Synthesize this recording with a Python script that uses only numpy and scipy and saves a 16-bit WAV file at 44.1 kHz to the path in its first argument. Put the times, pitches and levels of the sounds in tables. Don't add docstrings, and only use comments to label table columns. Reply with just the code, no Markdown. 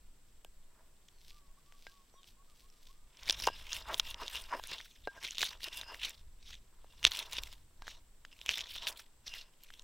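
import sys
import numpy as np
from scipy import signal
from scipy.fft import rfft, irfft, next_fast_len
from scipy.io import wavfile
from scipy.ndimage import uniform_filter1d, map_coordinates

SR = 44100
rng = np.random.default_rng(int(sys.argv[2]) if len(sys.argv) > 2 else 0)


def makeup_ratio(level_db):
    decades = np.asarray(level_db, float) / 20
    return 10 ** decades


def store_wav(level_fs):
    pcm = np.round(np.clip(np.atleast_2d(level_fs), -1, 1) * 32767)
    wavfile.write(sys.argv[1], SR, pcm.T.astype(np.int16))


N = 433503

# (frequency [Hz], level [dB per Hz])
FOREST_COLOUR = [(50, -40.5), (120, -7.5), (330, -12.5), (1000, -20.5), (2000, -22), (5000, -24.5),
                 (15800, -28.5), (16500, -39)]
# (frequency [Hz], level [dB per Hz])
FOREST_SIDE_COLOUR = [(30, -6), (400, -8.5), (15200, -14), (16500, -41)]
# (frequency [Hz], level [dB per Hz])
INSECT_COLOUR = [(6600, -28.5), (7400, -5.5), (8400, -5.5), (9300, -29)]
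FOREST_DB = -73.5

# (time [s], length [s], top pitch [Hz], last pitch [Hz], level [dB])
HOOTS = [(1.29, 0.19, 1192, 1100, -71), (1.486, 0.043, 1116, 1114, -72), (1.566, 0.029, 1090, 1200, -67),
         (1.65, 0.14, 1164, 1135, -67), (1.893, 0.16, 1138, 1070, -67.5),
         (2.145, 0.0696, 1090, 1116, -63.5), (2.367, 0.067, 1095, 1140, -67),
         (2.611, 0.066, 1065, 1140, -67), (2.877, 0.045, 1040, 1150, -65.5)]
# (time [s], length [s], first pitch [Hz], last pitch [Hz], level [dB])
GLIDES = [
    (2.47, 0.075, 1300, 1126, -72.5),
    (2.66, 0.186, 1280, 1160, -81),
    (2.902, 0.205, 1220, 1192, -81),
    (1.12, 0.157, 4800, 3500, -74),
    (1.141, 0.075, 5950, 5950, -76),
    (2.125, 0.062, 5900, 5760, -72),
    (2.158, 0.075, 3800, 3550, -70),
    (2.163, .058, 3500, 3060, -68),
    (2.99, .05, 1220, 1200, -73.5),
    (6.39, 0.106, 3740, 3780, -73.5),
]
SCOOP = 0.93
GLIDE_EARLY = 0.34

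# (time [s], thud level [dB])
WEIGHT = [(0.0, -69), (3.2, -73.5), (3.34, -45.5), (3.72, -68), (3.78, -51.5), (4.82, -68), (6.38, -59),
          (6.95, -66), (7.09, -49.5), (7.17, -74), (7.34, -58), (8.38, -69.5), (8.9, -61.5), (9.09, -78),
          (9.22, -57.5), (9.53, -84.5), (9.83, -60.5)]
# (frequency [Hz], width [Hz], level [dB])
THUMP_MODES = [(50, 16, 4), (326, 740, -10)]
THUMP_DB, THUMP_GROWS = 3, 0.75
TREMOR_DB, TREMOR_GROWS = -35.5, 0.33

# (time [s], peak level [dB], dull tock level [dB], contact time [s])
KNOCKS = [(0.447, -66.5, 12.5, 0.000086), (1.866, -54, -2.5, 0.000029), (2.139, -85, 25, 0.00015),
          (3.473, -41.5, 14, 0.000048), (4.594, -60, 6, 0.0000346), (5.072, -27, -4.5, 0.00018),
          (5.079, -69.5, 25.5, 0.00012), (5.176, -50, -8, .00012), (6.843, -76, 18, 0.000024),
          (7.82, -58.5, -3, .00004)]
# (frequency [Hz], level [dB], decay t60 [s])
STONE_MODES = [(1605, 0, .115), (2770, -12, .035), (3955, -8, .035), (5045, -10, .035)]
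# (frequency [Hz], width [Hz], level [dB])
HELD_MODES = [(1605, 25, -6), (2790, 90, 0), (5050, 110, -5)]
# (frequency [Hz], width [Hz], level [dB])
WOOD_MODES = [(450, 234, -1), (803, 396.8, 0)]

# (peak time [s], dull scrape level [dB], stone ring over scrape [dB],
# fall time per 20 dB [s])
DRAGS = [(.79, -70.5, -40, 0.16), (3.31, -60.5, -3, 0.22), (3.41, -58.5, -7, 0.25),
         (3.488, -33, -7.5, 0.0014), (3.54, -69, 14, 0.2), (3.76, -57.5, 0, 0.2142),
         (3.906, -37.5, -12, 0.05), (4.115, -58.5, -2, 0.38), (4.217, -42.5, -20, 0.0427),
         (4.368, -54.5, 5, 0.1182), (4.536, -36.5, -21, 0.0453), (4.73, -56, 7, 0.1),
         (5.16, -56, -14, 0.06), (5.229, -55, -18, 0.05), (5.433, -51, -10, 0.0075),
         (5.519, -58.5, -9, 0.08), (5.665, -48, -5, 0.0157), (5.785, -59.5, 10, 0.15),
         (5.91, -49.5, 2, 0.06), (6.06, -60.5, -1, 0.1366), (6.8, -74.5, -40, 0.4),
         (7.063, -52.5, -20, 0.0156), (7.19, -53.5, 3, 0.19), (7.375, -58.5, 3, 0.19),
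         (7.9, -66.5, -16, -0.17), (8.517, -62.5, -14.5, 0.1945), (8.6, -61, -18, 0.14),
         (8.874, -52.5, -14.5, 0.13), (9.36, -68, 9, 0.23), (9.83, -71, -22, -0.1)]
# (frequency [Hz], width [Hz], level [dB])
HOLLOW_MODES = [(397, 280, -8), (668, 130, -3.5), (952, 220, -0.5), (1830, 970, -8.5)]
# (time [s], length [s], low, middle and high mode levels [dB])
SINGS = [(3.469, 0.0249, -55, -36.5, -48.5), (3.529, 0.0197, -64, -51, -54),
         (3.697, 0.094, -74, -47, -56.5), (4.036, .09, -68, -52, -59.5), (4.171, .11, -75, -54.5, -59.5),
         (4.335, 0.048, -70, -45, -56.5), (4.488, 0.104, -71, -60, -60), (5.169, 0.022, -55, -70.5, -68.5),
         (5.23, 0.031, -64, -69.5, -74.5), (5.499, 0.0347, -70, -54, -65),
         (5.627, 0.0654, -60, -43.5, -59.5), (5.708, .09, -69, -51.5, -60.5), (5.866, 0.049, -59, -71, -57),
         (6.879, 0.067, -87, -72, -83), (7.029, 0.0148, -72, -44, -64.5), (8.314, 0.031, -80, -62, -70.5),
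         (9.266, 0.1607, -74, -52, -64.5)]
DRAG_RISE = 0.9169
RING_SPAN = 1
HOLLOW_LAG_S = 0.013
SING_EDGE = 0.34

# (time [s], peak level [dB], pitch [Hz])
SPITS = [(0.4472, -44.5, 7500), (3.3228, -38, 10090), (3.4387, -39, 9800), (3.4695, -25, 7190),
         (3.7442, -37, 9733), (3.7658, -39, 10410), (3.9378, -41, 13640), (3.9487, -38, 7739),
         (4.1042, -37, 9420), (4.2982, -44, 12060), (4.4154, -44, 9422), (4.421, -40, 8760),
         (4.6723, -35, 9920), (5.2354, -38.5, 8450), (5.3828, -34, 7260), (5.4082, -34, 7310),
         (5.4175, -34, 7130), (5.4437, -32, 9688), (5.4617, -38, 10030), (5.4706, -41, 8448),
         (5.6827, -42, 8360), (5.7741, -32, 11220), (6.0946, -32, 7280), (6.1066, -43, 7350),
         (7.0447, -34.5, 8737), (7.1104, -36, 13350), (7.1715, -36, 8290), (7.1913, -31, 10170),
         (7.1938, -40, 9110), (7.3315, -35, 9990), (7.3742, -43, 9370), (7.435, -34, 7184),
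         (8.4614, -36, 7545), (8.5117, -37, 8300), (8.5813, -34, 7560), (8.7394, -42, 14730),
         (8.8863, -35.5, 9790), (8.8923, -39, 9642), (8.9085, -41, 7920), (9.6357, -41.5, 12930)]
# (time [s], peak level [dB])
GULPS = [
    (3.4728, -16),
    (3.4855, -19.5),
    (4.526, -27),
    (4.538, -30.5),
    (4.596, -35),
]
# (frequency [Hz], width [Hz], level [dB])
POCKET_MODES = [(960, 170, 33)]
SPIT_T60, SPIT_DB = 0.0046, 4.5

# (time [s], peak level [dB], pitch [Hz])
SNAPS = [(0.4476, -32.5, 3090), (1.0844, -43, 6700), (3.2326, -28, 5100), (3.3076, -7.5, 5230),
         (3.3267, -18, 5490), (3.731, -11, 5540), (4.783, -27, 3490), (5.2362, -27, 3400),
         (5.246, -28, 3500), (5.3085, -20, 6400), (5.3827, -13.5, 3730), (5.4284, -6, 3650),
         (5.6423, -17.5, 4600), (5.7807, -34.5, 3494), (6.1469, -48.5, 4725), (7.0296, -19, 3300),
         (7.1185, -14, 3440), (7.1622, -20, 3050), (7.325, -24.5, 3952), (7.3845, -14, 2623),
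         (8.462, -17, 3290), (8.608, -16, 3540), (8.8744, -17, 2690), (9.738, -32.5, 3380),
         (9.8217, -41, 6710)]
# (time [s], peak level [dB], pitch [Hz])
SPLITS = [(1.281, -50, 6400), (1.293, -50, 5300), (1.309, -43, 2580), (2.243, -45, 3000),
          (2.286, -48.5, 3300), (2.701, -46, 5460), (3.47, -17.5, 5050), (3.9433, -17, 3500),
          (4.1437, -25, 3180), (4.2805, -22, 3748), (5.348, -34.5, 3500), (5.3541, -33, 3690),
          (5.4168, -14, 3930), (7.0418, -17, 3127), (7.045, -18.5, 3025), (7.1712, -25.5, 3180),
          (7.332, -24.5, 3845), (7.368, -26, 3370), (7.435, -25, 3500), (8.4145, -30, 3100),
          (8.659, -40.5, 2000), (8.497, -21.5, 2570), (8.9267, -36.5, 5059)]
# (time [s], peak level [dB], pitch [Hz])
TEARS = [(2.872, -50, 3600), (3.2972, -9.5, 3500), (3.4221, -23.5, 5390), (3.9974, -11, 3390),
         (5.6321, -28.5, 4710), (7.0656, -16, 3294), (7.0687, -19, 3500), (7.0712, -17.5, 3400),
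         (7.0744, -20, 3310), (7.1904, -23, 3754), (8.2499, -34, 1720), (8.5734, -25, 3610),
         (8.5916, -33.5, 2870), (8.613, -26.5, 3430), (8.8697, -20.5, 2800)]
# (time [s], peak level [dB], pitch [Hz], low body level [dB])
POPS = [(1.723, -58.5, 2919, 4.5), (3.2898, -21.5, 4600, -13), (3.4, -27.5, 5270, -10),
        (3.4737, -24, 3000, -3.5), (4.356, -25, 2890, -9), (4.638, -30.5, 3750, -10.5),
        (1.868, -35.5, 2170, -23), (5.073, -34.5, 2170, -15.5), (5.431, -15, 1690, -19.5),
        (5.813, -28, 3663, -12), (5.9451, -30.5, 2030, -16), (7.5275, -38, 3320, -6),
        (7.821, -36.5, 1060, -14), (7.869, -37, 1780, -18.5), (8.762, -31.5, 2900, -8.5),
        (9.795, -35.5, 3760, -15)]
# (time [s], peak level [dB], pitch [Hz])
BURSTS = [
    (7.0507, 5, 3320),
    (7.0509, -8, 5130),
    (8.4917, -5, 2930),
]
# (time [s], peak level [dB], pitch [Hz])
CRUMBS = [(1.0867, -45, 3360), (2.232, -44, 3570), (2.8687, -47, 3500), (3.171, -42, 5400),
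          (3.2575, -38.5, 5250), (3.4396, -31, 3620), (3.453, -29, 5700), (3.7183, -29, 2930),
          (3.723, -26, 3530), (3.7661, -26, 2930), (3.9377, -29, 3550), (3.9728, -37.5, 3530),
          (3.9784, -34, 3700), (4.2739, -34, 3400), (4.2995, -34, 3550), (4.3647, -27.5, 2950),
          (4.4394, -35.5, 4800), (4.5973, -32.5, 1515), (4.6723, -41, 6030), (4.7878, -35, 3380),
          (4.801, -34.5, 2020), (4.8043, -32, 2030), (4.8119, -36, 3400), (5.2589, -29, 3320),
          (5.2678, -32, 3320), (5.2762, -27, 3250), (5.371, -32, 3060), (5.4082, -23, 2530),
          (5.464, -25, 3590), (5.2535, -38, 3400), (5.6061, -42, 3320), (5.6841, -27, 2980),
          (5.7786, -31, 3510), (5.8331, -34.5, 1770), (6.1445, -44, 4820), (6.5526, -38, 3460),
          (7.1236, -30, 3630), (7.1822, -30.5, 2930), (7.3446, -34, 3620), (7.535, -40, 3490),
          (7.8798, -25, 1650), (7.8943, -39, 3700), (8.3169, -46, 2970), (8.3279, -41, 2930),
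          (8.3906, -42, 3010), (8.512, -23, 2710), (8.5172, -24, 3590), (8.5812, -26.5, 2320),
          (8.5913, -26, 2970), (8.6699, -35.5, 3640), (8.7659, -34, 3680), (8.7852, -43, 3140),
          (8.8221, -31, 3040), (8.8253, -30, 2970), (8.9187, -41, 4780), (9.3387, -25.5, 2950),
          (9.6362, -47, 4010), (9.7036, -37.5, 1713)]
# (low body [dB], t60 [s])
SNAP, SPLIT, TEAR = (-29.5, 0.001978), (-27.5, 0.0037), (-20.5, 0.008)
CRUMB, BURST = (-21.5, 0.0037), (-41, 0.0023)
POP_T60 = 0.0044

# (peak time [s], rustle level [dB], rise time per 20 dB [s], fall time per 20
# dB [s], juice fizz over rustle [dB])
TOUCHES = [
    (1.299, -63.5, 0.2, 0.13, -11.5),
    (1.73, -77, 0.4, -0.4, -15.5),
    (1.865, -66, 0.28, -0.27, -16),
    (2.283, -58.5, 0.05, 0.05, -11),
    (2.606, -67, 0.2, 0.13, -8.5),
    (2.869, -68.5, 0.3, 0.24, -11.5),
]
# (peak time [s], crunch level [dB], rise per 20 dB [s], fall per 20 dB [s], fizz over crunch [dB])
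GRINDS = [(3.299, -43.5, 0.11, 0.12, -15), (3.39, -47, 0.023, 0.14, -9.5), (3.46, -41, 0.14, 0.035, -12.5),
          (3.565, -50, 0.023, 0.17, -12), (3.754, -39, 0.087, 0.073, -11.5),
          (3.939, -46.5, 0.12, 0.071, -10.5), (3.998, -50, 0.084, 0.0123, 0.5),
          (4.117, -43.5, 0.095, 0.028, -11), (4.206, -54, 0.033, 1, -12), (4.364, -44.5, 0.12, 0.12, -9),
          (4.58, -62.5, 0.059, 0.38, -1.5), (4.743, -46, 0.2, 0.11, -14.5), (4.86, -58.5, 0.065, 0.065, -5),
          (5.17, -65.5, 0.08, 0.031, -12), (5.252, -39.5, 0.053, 0.067, -15.5),
          (5.325, -47.5, 0.059, 0.035, -14), (5.423, -32.5, .061, 0.0879, -16),
          (5.535, -54.5, 0.2, 0.013, -11.5), (5.639, -42, 0.035, 0.0285, -9.5),
          (5.678, -45, 0.052, 0.0096, -13.5), (5.725, -49.5, 0.017, 0.075, -17),
          (5.787, -45, 0.076, 0.0556, -6), (5.935, -53, 0.061, 0.12, -9),
          (6.054, -37, 0.055, 0.0636, -16.5), (6.15, -60, .05, 0.0856, -8.5)]
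# (peak time [s], crunch level [dB], rise per 20 dB [s], fall per 20 dB [s],
# fizz over crunch [dB])
PRESSES = [(6.487, -53.5, 0.047, 0.106, -15), (6.535, -49, 0.11, 0.036, -18), (7.035, -63.5, .045, 0.03, 1),
           (6.93, -70.5, .11, 0.056, -6.5), (7.071, -31, 0.025, 0.0123, -24.5),
           (7.12, -51.5, 0.022, 0.1096, -24.5), (7.189, -41.5, 0.18, 0.091, -11),
           (7.331, -50, 0.0564, 0.0347, -4.5), (7.382, -35.5, 0.0301, 0.0209, -22.5),
           (7.42, -63, 0.04135, 0.22, -1.5), (7.525, -56.5, 0.33, 0.0725, -10.5),
           (7.822, -64, 0.0172, 0.11, -19), (7.885, -45.5, 0.0293, 0.0815, -17),
           (8.325, -67, 0.02354, 0.0406, -10), (8.449, -57, 0.1575, 0.127, -7.5),
           (8.525, -37, 0.07248, 0.103, -17), (8.61, -44, 0.11, 0.02952, -18),
           (8.71, -47.5, 0.0542, 0.164, -10), (8.83, -45, 0.164, 0.103, -26),
           (8.885, -40, 0.027, 0.0374, -4), (8.999, -52, 0.08506, 0.051, -8),
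           (9.272, -46.5, 0.02194, 0.056, -17), (9.364, -42, 0.0671, 0.071, -16),
           (9.634, -60.5, 0.01875, 0.0336, -5.5), (9.769, -60, 0.2, 0.079, -11)]
# (frequency [Hz], level [dB per Hz])
PULP_COLOUR = [(500, -46.5), (1600, -16.5), (2700, -4), (3600, 0.5), (4700, -11), (5600, -5.5), (8000, -25),
               (13000, -50)]
# (frequency [Hz], level [dB per Hz])
RUSTLE_COLOUR = [(700, -40), (1800, -9.5), (3400, 0), (5900, -3), (7500, -15)]
# (frequency [Hz], level [dB per Hz])
FIZZ_COLOUR = [(3820, -34), (6500, -7), (7390, -3), (15700, -5.5), (16500, -9)]
SWELL_SHAPE = 1.097
REST_CRUNCH_DB, REST_FIZZ_DB, REST_SCRAPE_DB, REST_RING_DB = -85.5, -93, -84, -110


def unit(x):
    return x / np.sqrt(np.mean(x ** 2) + 1e-20)


def curves(rows):
    s, *cols = np.transpose(rows)
    return [np.interp(np.arange(N) / SR, s, c) for c in cols]


def wobble(rate):
    knots = rng.standard_normal(int(N * rate / SR) + 4)
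    return map_coordinates(knots, [np.arange(N) * rate / SR])


def filtered(x, response):
    m = next_fast_len(N + SR // 2)
    return irfft(rfft(x, m) * response(np.fft.rfftfreq(m, 1 / SR)), m)[:N]


def coloured(x, points):
    hz, db = np.transpose(points)
    return unit(filtered(x, lambda f: makeup_ratio(np.interp(np.log(f + 1), np.log(hz + 1), db))))


def resonances(modes):
    def response(f):
        total = 0
        for k, (centre, width, db) in enumerate(modes):
            damping = 1j * f * width
            total = total + (-1) ** k * makeup_ratio(db) * damping / (centre * centre - f * f + damping)
        return total
    return response


def laid(starts, shapes):
    at = np.round(starts * SR).astype(int)[:, None] + np.arange(shapes.shape[1])
    return np.bincount(at.ravel(), shapes.ravel(), N + SR)[:N]


def grains(count, centre_hz, spread, turns, uneven_db):
    when, size = rng.random((count, 2)).T
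    hz = np.clip(centre_hz * np.exp(spread * rng.standard_normal((count, 1))), 300, 15000)
    t = np.arange(96) / SR
    gain = makeup_ratio(-uneven_db * np.log(size + 0.01))[:, None]
    shapes = np.sin(2 * np.pi * hz * t) * np.exp(-hz * t / turns) * gain
    return unit(laid(when * N / SR, shapes))


def grit(count, uneven_db, smooth_db):
    when, size, sign = rng.random((count, 3)).T
    heights = np.sign(sign - 0.5) * makeup_ratio(-uneven_db * np.log(size + 0.01))
    ticks = laid(when * N / SR, heights[:, None])
    return unit(unit(ticks) + makeup_ratio(smooth_db) * rng.standard_normal(N))


def patched(x, depth_db):
    z = signal.stft(x, nperseg=256)[2]
    field = uniform_filter1d(rng.standard_normal(z.shape), size=7, axis=0)
    field = uniform_filter1d(field, size=12, axis=1)
    return signal.istft(z * makeup_ratio(depth_db * unit(field)), nperseg=256)[1][:N]


def swells(s, db, rise, fall, rest_db):
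    t = np.arange(0, N / SR + 0.002, 0.001)[:, None]
    away = np.where(t < s, (s - t) / np.abs(rise), (t - s) / np.abs(fall))
    power = (makeup_ratio(db - 20 * away ** SWELL_SHAPE) ** 2).sum(1) + makeup_ratio(rest_db) ** 2
    return np.interp(np.arange(N) / SR, t[:, 0], 10 * np.log10(power))


def forest():
    mid = makeup_ratio(FOREST_DB) * coloured(rng.standard_normal(N), FOREST_COLOUR)
    mid += makeup_ratio(FOREST_DB - 5) * coloured(rng.standard_normal(N), INSECT_COLOUR)
    side = makeup_ratio(FOREST_DB - 3) * coloured(rng.standard_normal(N), FOREST_SIDE_COLOUR)
    return np.array([mid + side, mid - side])


def bird():
    song = np.zeros(N)
    notes = [(s, length, SCOOP * top, top, last, db) for s, length, top, last, db in HOOTS]
    for s, length, first, last, db in GLIDES:
        notes.append((s, length, first, first + GLIDE_EARLY * (last - first), last, db))
    for s, length, first_hz, bend_hz, last_hz, db in notes:
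        u = np.linspace(0, 1, round(length * SR))
        hz = np.interp(np.sqrt(u), [0, 0.6, 1], [first_hz, bend_hz, last_hz])
        tone = np.sin(2 * np.pi * np.cumsum(hz) / SR)
        song[round(s * SR):][:len(u)] += makeup_ratio(db - 1.0) * np.sin(np.pi * u) ** 0.57 * tone
    song *= makeup_ratio(2.2 * wobble(70))
    trees = rng.standard_normal(SR // 2) * makeup_ratio(-60 * np.arange(SR // 2) / SR / 0.5027)
    return song + makeup_ratio(-12.5) * signal.fftconvolve(song, trees / np.linalg.norm(trees))[:N]


def ground():
    push_db = curves(WEIGHT)[0]
    lumps = rng.standard_normal((2, N)) * makeup_ratio(3.1 * wobble(17))
    deep = filtered(lumps[0], lambda f: resonances([(13, 11, 0)])(f) ** 2)
    thud = filtered(lumps[1], lambda f: resonances([(42, 38, 0)])(f) ** 2)
    s, db = np.transpose([r[:2] for r in TEARS + SPLITS + BURSTS + POPS])
    pushes = makeup_ratio(THUMP_GROWS * db + THUMP_DB)[:, None] * np.hanning(40) / 20
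    thumps = filtered(laid(s, pushes), resonances(THUMP_MODES))
    tremor = makeup_ratio(TREMOR_GROWS * push_db + TREMOR_DB) * unit(deep)
    return tremor + makeup_ratio(push_db - 0.5) * unit(thud) + thumps


def stone(f):
    return resonances([(hz, np.log(1000) / np.pi / t60, db) for hz, db, t60 in STONE_MODES])(f)


def knocks():
    s, db, tock_db, contact = np.transpose(KNOCKS)[:, :, None]
    u = np.arange(100) / SR / np.clip(contact, 2e-5, 3e-4)
    blow = u * np.exp(-u)
    blow /= blow.sum(1, keepdims=True)
    s = s[:, 0] + 0.0014
    ring = filtered(laid(s, makeup_ratio(db + 54.5) * blow), stone)
    tock = filtered(laid(s, makeup_ratio(db + tock_db + 40.5) * blow), resonances(WOOD_MODES))
    return ring + tock


def singing():
    gain = np.zeros((len(HELD_MODES), N + SR))
    for s, length, *db in SINGS:
        u = np.linspace(0, 1, round(abs(length) * SR))
        swell = np.abs(np.sin(np.pi * u)) ** SING_EDGE
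        gain[:, round(s * SR):][:, :len(u)] += makeup_ratio(np.array(db))[:, None] * swell
    rub = rng.standard_normal(N)
    song = np.zeros(N)
    for g, mode in zip(gain, HELD_MODES):
        grip = makeup_ratio(2.5 * wobble(80) - 2)
        song += g[:N] * grip * unit(filtered(rub, resonances([mode])))
    return song


def spits():
    s, db, hz = np.transpose(SPITS)[:, :, None]
    t = np.arange(200) / SR
    blur = 1 + 1.1 * rng.standard_normal((len(s), len(t)))
    fade = makeup_ratio(db + SPIT_DB - 60 * t / SPIT_T60) * (1 - np.exp(-t / 0.00017))
    high = laid(s[:, 0], fade * blur * np.sin(2 * np.pi * hz * t))
    high = filtered(high, lambda f: f ** 2 / (f ** 2 + 5000 ** 2))
    s, db = np.transpose(GULPS)
    return high + filtered(laid(s, makeup_ratio(db)[:, None] * np.hanning(16) / 7), resonances(POCKET_MODES))


def cracks():
    kinds = [(SNAPS, SNAP), (SPLITS, SPLIT), (TEARS, TEAR), (POPS, (POP_T60,)), (BURSTS, BURST), (CRUMBS, CRUMB)]
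    rows = [tuple(row) + make for table, make in kinds for row in table]
    s, db, hz, low_db, t60 = np.transpose(rows)[:, :, None]
    t = np.arange(500) / SR
    t60 = np.clip(t60, 0.0015, 0.03)

    def fade(life):
        return makeup_ratio(-60 * t / life) * (1 - np.exp(-t / 0.00024))

    noise = rng.standard_normal((len(s), 3, len(t)))
    partner_hz = np.where(hz > 4400, hz / 1.6, 1.706 * hz)
    tone = np.sin(2 * np.pi * hz * t) + 0.36 * np.sin(2 * np.pi * partner_hz * t)
    edge_db = 0.56 * db - 38.5 + 5 * np.log2(hz / 3500)
    body = laid(s[:, 0], makeup_ratio(db + 4) * tone * fade(np.minimum(t60, 0.0045)))
    tail = laid(s[:, 0], makeup_ratio(db - 10.5) * noise[:, 0] * fade(2.174 * t60))
    low = laid(s[:, 0], makeup_ratio(db + low_db + 12.0) * noise[:, 1] * fade(1.6 * t60))
    edge = laid(s[:, 0], makeup_ratio(edge_db) * noise[:, 2] * fade(t60))
    tail = filtered(tail, resonances([(3186.0, 1600, 7.5), (5700, 2100, 4.3)]))
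    low = filtered(low, resonances([(1150, 2400, 0.00286)]))
    edge = filtered(edge, resonances([(11000, 14000, 0.00078)]))
    return body + tail + low + edge


def dragging():
    s, db, ring_db, fall = np.transpose(DRAGS)
    scrape_db = swells(s, db, DRAG_RISE * fall, fall, REST_SCRAPE_DB)
    return scrape_db, swells(s, db + ring_db, RING_SPAN * fall, RING_SPAN * fall, REST_RING_DB)


def crushing():
    s, db, rise, fall, juice_db = np.transpose(TOUCHES + GRINDS + PRESSES)
    light, heavy = slice(len(TOUCHES)), slice(len(TOUCHES), None)
    crunch_db = swells(s[heavy], db[heavy], rise[heavy], fall[heavy], REST_CRUNCH_DB)
    rustle_db = swells(s[light], db[light], rise[light], fall[light], REST_CRUNCH_DB)
    return crunch_db, swells(s, db + juice_db, rise, fall, REST_FIZZ_DB), rustle_db


def stone_ring(ring_db, crunch_db, clump):
    drag = rng.standard_normal(N) * makeup_ratio(2.1 * clump + 3 * wobble(22))
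    held = resonances(HELD_MODES)
    ring_db = ring_db - 4 + np.minimum(0, crunch_db + 70)
    return filtered(drag * makeup_ratio(ring_db), held) / np.std(filtered(drag, held))


def hollow_scrape(scrape_db, clump):
    rub = grit(count=9000, uneven_db=5.5, smooth_db=0)
    rub = rub * makeup_ratio(0.6 * clump + 1.6 * wobble(90))
    low = filtered(rub, lambda f: resonances(HOLLOW_MODES[:2])(f) ** 1.37)
    high = filtered(rub, lambda f: resonances(HOLLOW_MODES[2:])(f) ** 1.37)
    late_db = np.roll(scrape_db, round(HOLLOW_LAG_S * SR))
    return (makeup_ratio(late_db) * low + makeup_ratio(scrape_db) * high) / np.std(low + high)


def skin_rustle(clump, slip):
    skins = coloured(grit(count=9000, uneven_db=5.5, smooth_db=-4.5), RUSTLE_COLOUR)
    return unit(skins * makeup_ratio(2 * slip + clump))


def juice_fizz(clump, slip):
    fizz = coloured(grit(count=25000, uneven_db=5.0, smooth_db=-8.5), FIZZ_COLOUR)
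    return unit(patched(fizz, depth_db=2.5) * makeup_ratio(1.0 * clump + 3.0 * slip))


def pulp_crunch(clump, slip):
    wet = coloured(grit(count=30000, uneven_db=4.5, smooth_db=-2), PULP_COLOUR)
    fractures = grains(count=9000, centre_hz=3500, spread=0.3, turns=6.2, uneven_db=2.5)
    crunch = unit(wet + makeup_ratio(-4.0) * fractures)
    return unit(patched(crunch, depth_db=3.2) * makeup_ratio(1.2 * clump + 4 * slip))


def strokes():
    crunch_db, fizz_db, rustle_db = crushing()
    scrape_db, ring_db = dragging()
    clump = wobble(45)
    slip = wobble(160)
    mix = stone_ring(ring_db, crunch_db, clump) + hollow_scrape(scrape_db, clump)
    mix += makeup_ratio(rustle_db) * skin_rustle(clump, slip)
    mix += makeup_ratio(fizz_db) * juice_fizz(clump, slip)
    return mix + makeup_ratio(crunch_db) * pulp_crunch(clump, slip)


def scene():
    return forest() + bird() + ground() + knocks() + singing() + spits() + cracks() + strokes()


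def band_limit(x):
    return signal.sosfilt(signal.butter(12, 16600, fs=SR, output="sos"), x)


def record(dry):
    limited = dry / (1 + np.abs(dry / 0.95) ** 6) ** (1 / 6)
    mix = np.array([filtered(side, lambda f: np.where(f < 15900, 1, makeup_ratio(-22))) for side in limited])
    return band_limit(mix)


dry = scene()
out = record(dry)
store_wav(out)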